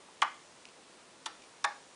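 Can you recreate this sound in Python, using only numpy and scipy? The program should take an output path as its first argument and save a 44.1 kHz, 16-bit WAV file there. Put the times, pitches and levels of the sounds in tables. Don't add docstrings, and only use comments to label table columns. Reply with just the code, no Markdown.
import sys
import numpy as np
from scipy import signal
from scipy.fft import rfft, irfft
from scipy.io import wavfile
from scipy.ndimage import uniform_filter1d

SR = 44100
rng = np.random.default_rng(int(sys.argv[2]) if len(sys.argv) > 2 else 0)


def materialize(psi):
    bounded = np.clip(np.atleast_2d(psi).T, -1, 1)
    quanta = np.round(bounded * 32767).astype(np.int16)
    wavfile.write(sys.argv[1], SR, quanta)


N = 85995
TIME = np.arange(N) / SR

# snap t/s, throw, tick level/dB, snap level/dB, lever travel t/s,
# knock level/dB (trims the case modes), thud level/dB, room level/dB (trims the reverberation)
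FLICKS = [(0.2200, "right switch", -28.5, -21.5, 0.0044, 1.5, -50, -1.5),
          (1.2599, "left switch, light", -36, -30.5, .0026, -8.5, -47, 0),
          (1.6436, "left switch, firm", -24.5, -24, .0004, 0.5, -59.5, -1.5)]
THROWS = ["right switch", "left switch, light", "left switch, firm"]
# f/Hz, level per Hz/dB
TICK_COLOUR = [(700, -49.5), (2500, -12), (4500, -7), (7000, 5), (8500, -9), (10000, -10.5)]
SNAP_COLOUR = {"right switch": [(150, -47), (340, -7), (520, -22), (900, -0.5), (1400, -4), (1900, 1.5),
               (2500, -1), (3100, -1.5), (3600, -9), (4500, -13.5), (7000, -19), (10000, -21)],
               "left switch, light": [(150, -27), (340, -10.5), (520, -16), (900, -5), (1350, 3),
               (2100, -3.5), (3300, 4), (4600, -5.5), (7000, -6.5), (10000, -3)],
               "left switch, firm": [(150, -38), (340, -8), (520, -7.5), (900, 8.5), (1400, 4), (1900, 4.5),
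               (2500, -0.5), (3100, -9), (3800, -0.5), (4700, -10), (7000, -13.5), (10000, -15)]}
# f/Hz, t60/s
SNAP_T60 = [(300, 0.039), (1000, 0.041), (3000, 0.042), (6000, 0.038), (9000, 0.024)]
# f/Hz, t60/s, level/dB at each of the three throws
CASE_MODES = [(594, 0.19, -56, -61, -41), (674, 0.17, -44.5, -54, -39.5), (825, 0.22, -38.5, -37, -31),
              (909, 0.043, -28, -24, -21.5), (934, 0.041, -21, -28, -26), (1074, 0.019, -7.5, -15.5, -26),
              (1120.6, .06, -23, -28.5, -21), (1191, 0.12, -29, -39, -39), (1318, 0.097, -37, -33, -52),
              (1326, 0.032, -44, -28.5, -46), (1507, 0.13, -33, -48.5, -44), (1682, 0.038, -39, -62, -22.5),
              (1796, 0.13, -49, -39, -29.5), (2095, 0.079, -32, -53, -62), (2314, 0.055, -40, -38, -34)]
# f/Hz, t60/s, level/dB at each of the three throws
LEVER_MODES = [(1500, 0.0069, -22, -47, -50), (2066, .014, -24.5, -52, -39),
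               (2547, 0.0088, -18.5, -48, -16.5), (3010, .013, -16.5, -33.5, -42),
               (3600, 0.035, -46, -35, -28.5), (3870, 0.029, -40, -42, -39), (5620, 0.038, -50, -40, -37.5),
               (7180, 0.028, -50, -58, -41), (7700, 0.015, -56, -57, -67)]
# t/s, level/dB, contact, t60/s
TOUCHES = [(0.084, -51.5, "pad", 0.039), (0.6536, -40.5, "nail", 0.011), (0.668, -57, "nail", 0.016),
           (0.686, -53, "nail", 0.039), (1.420, -53, "nail", .04), (1.438, -53, "nail", .04)]
TOUCH_COLOUR = {"pad": [(200, -39.5), (600, -14), (950, 11), (1500, -18), (8000, -41)], "nail": [(300, -23),
                (1600, -28), (2500, 6), (3200, -9), (5000, -2), (7000, -12), (10000, -20)]}
# f/Hz, t60/s
ROOM_T60 = [(300, 0.4), (1000, 0.2766), (2800, 0.3761), (5000, 0.38), (9000, 9.5)]
# f/Hz, level/dB
ROOM_LEVEL = [(300, -4.5), (1000, -7), (1800, -5), (2800, -12), (5000, -9.5), (9000, -16)]
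# f/Hz, level per Hz/dB
HISS_COLOUR = [(15, -50), (25, -18.5), (115, -9.5), (152, -5), (190, -4), (251, -1.5), (331, -0.5),
               (365, -0.5), (404, -1), (470, 0.5), (836, -3), (948, -1.5), (1560, -6.5), (4160, -9.5),
               (10000, -13.5), (13000, -86), (22000, -120)]

TICK_LEAD_S, TICK_T60_S = .002, 0.0058
REBOUND_S, REBOUND_DB = 0.0059, -4
LANDING_CRACK_DB = -10
LEVER_RISE_S, CASE_RISE_S = 0.00058, 0.0019
THUD_HZ, THUD_T60_S = 308, 0.15
CASE_LOW_CUT_HZ = 334
ROOM_DELAY_S, ROOM_BUILD_S, ROOM_BLUR_HZ = .009, 0.0014, 50
HISS_DB = -57.5
CUTOFF_HZ = 10150


def switches():
    low_cut = signal.butter(2, CASE_LOW_CUT_HZ, "high", fs=SR, output="sos")
    out = 0
    for s, throw, tick_db, snap_db, travel_s, knock_db, thud_db, room_db in FLICKS:
        tick = spring_tick(tick_db)
        landing = lever_landing(throw, tick_db, snap_db, knock_db, thud_db)
        strike = place(snap(throw, snap_db), 0) + place(lever_ring(throw), 0) + place(landing, travel_s)
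        flick = place(tick, 0) + place(strike, TICK_LEAD_S)
        flick = signal.sosfilt(low_cut, flick + 1e-18)
        out = out + place(flick + from_db(room_db) * room(flick), s - TICK_LEAD_S)
    return out


def spring_tick(db):
    return from_db(db) * burst(TICK_COLOUR, [(1, TICK_T60_S)])


def snap(throw, db):
    return from_db(db) * burst(SNAP_COLOUR[throw], SNAP_T60)


def lever_ring(throw):
    return rising(ring(LEVER_MODES, throw), LEVER_RISE_S)


def lever_landing(throw, tick_db, snap_db, knock_db, thud_db):
    crack = snap(throw, snap_db + LANDING_CRACK_DB)
    knock = from_db(knock_db) * ring(CASE_MODES, throw)
    case = rising(knock + mode(THUD_HZ, THUD_T60_S, thud_db), CASE_RISE_S)
    rebound = spring_tick(tick_db + REBOUND_DB)
    return place(crack, 0) + place(case, 0) + place(rebound, REBOUND_S)


def fingers():
    out = 0
    for s, db, contact, t60 in TOUCHES:
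        tick = from_db(db) * burst(TOUCH_COLOUR[contact], [(1, t60)])
        out = out + place(tick, s) + place(room(tick), s)
    return out


def room(sound, size=20000):
    power = np.abs(rfft(sound, size)) ** 2
    blurred = uniform_filter1d(power, max(int(ROOM_BLUR_HZ * size / SR), 1))
    colour = np.sqrt(np.maximum(blurred, 0))
    build = 1 - np.exp(-TIME[:size] / ROOM_BUILD_S)
    tail = 0
    for hz, _, band in noise_bands(size):
        band = irfft(rfft(band) * colour, size)
        shaped = band * build * dying(at_hz(ROOM_T60, hz), size)
        level = from_db(at_hz(ROOM_LEVEL, hz)) * band.std()
        tail = tail + level * shaped / np.linalg.norm(shaped)
    return place(tail, ROOM_DELAY_S)


def hiss():
    hz = np.maximum(np.fft.rfftfreq(N, 1 / SR), 1)
    colour = from_db(at_hz(HISS_COLOUR, hz)) * (hz < CUTOFF_HZ)
    noise = irfft(rfft(rng.standard_normal(N)) * colour, N)
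    return from_db(HISS_DB) * noise / noise.std()


def burst(colour, t60s, size=6000):
    out, power = 0, 0
    for hz, share, band in noise_bands(size):
        fall = dying(at_hz(t60s, hz), size)
        gain = np.sqrt(share) * from_db(at_hz(colour, hz))
        steady = np.linalg.norm(fall) / np.linalg.norm(band * fall)
        out = out + gain * band * fall * steady
        power += gain ** 2
    return out / np.sqrt(power)


def noise_bands(size):
    edges = 140 * 2 ** (np.arange(20) / 3)
    for low, high in zip(edges, edges[1:]):
        sos = signal.butter(2, [low, high], "band", fs=SR, output="sos")
        band = signal.sosfilt(sos, rng.standard_normal(size))
        yield np.sqrt(low * high), 2 * (high - low) / SR, band


def ring(modes, throw):
    column = THROWS.index(throw)
    return sum(mode(hz, t60, dbs[column]) for hz, t60, *dbs in modes)


def mode(hz, t60, db, size=16000):
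    return from_db(db) * dying(t60, size) * np.sin(2 * np.pi * hz * TIME[:size])


def rising(sound, rise_s):
    return sound * (1 - np.exp(-TIME[:len(sound)] / rise_s))


def dying(t60, size):
    return from_db(-60 * TIME[:size] / t60)


def place(sound, s):
    return np.pad(sound, (max(int(s * SR), 0), N))[:N]


def at_hz(points, hz):
    f, value = np.transpose(points)
    return np.interp(np.log(hz), np.log(f), value)


def from_db(db):
    return 10 ** (np.asarray(db) / 20)


def scene():
    return (switches() + fingers() + hiss())[None]


def record(dry):
    return signal.sosfilt(signal.ellip(12, .2, 70, CUTOFF_HZ, fs=SR, output="sos"), dry)


dry = scene()
out = record(dry)
materialize(out)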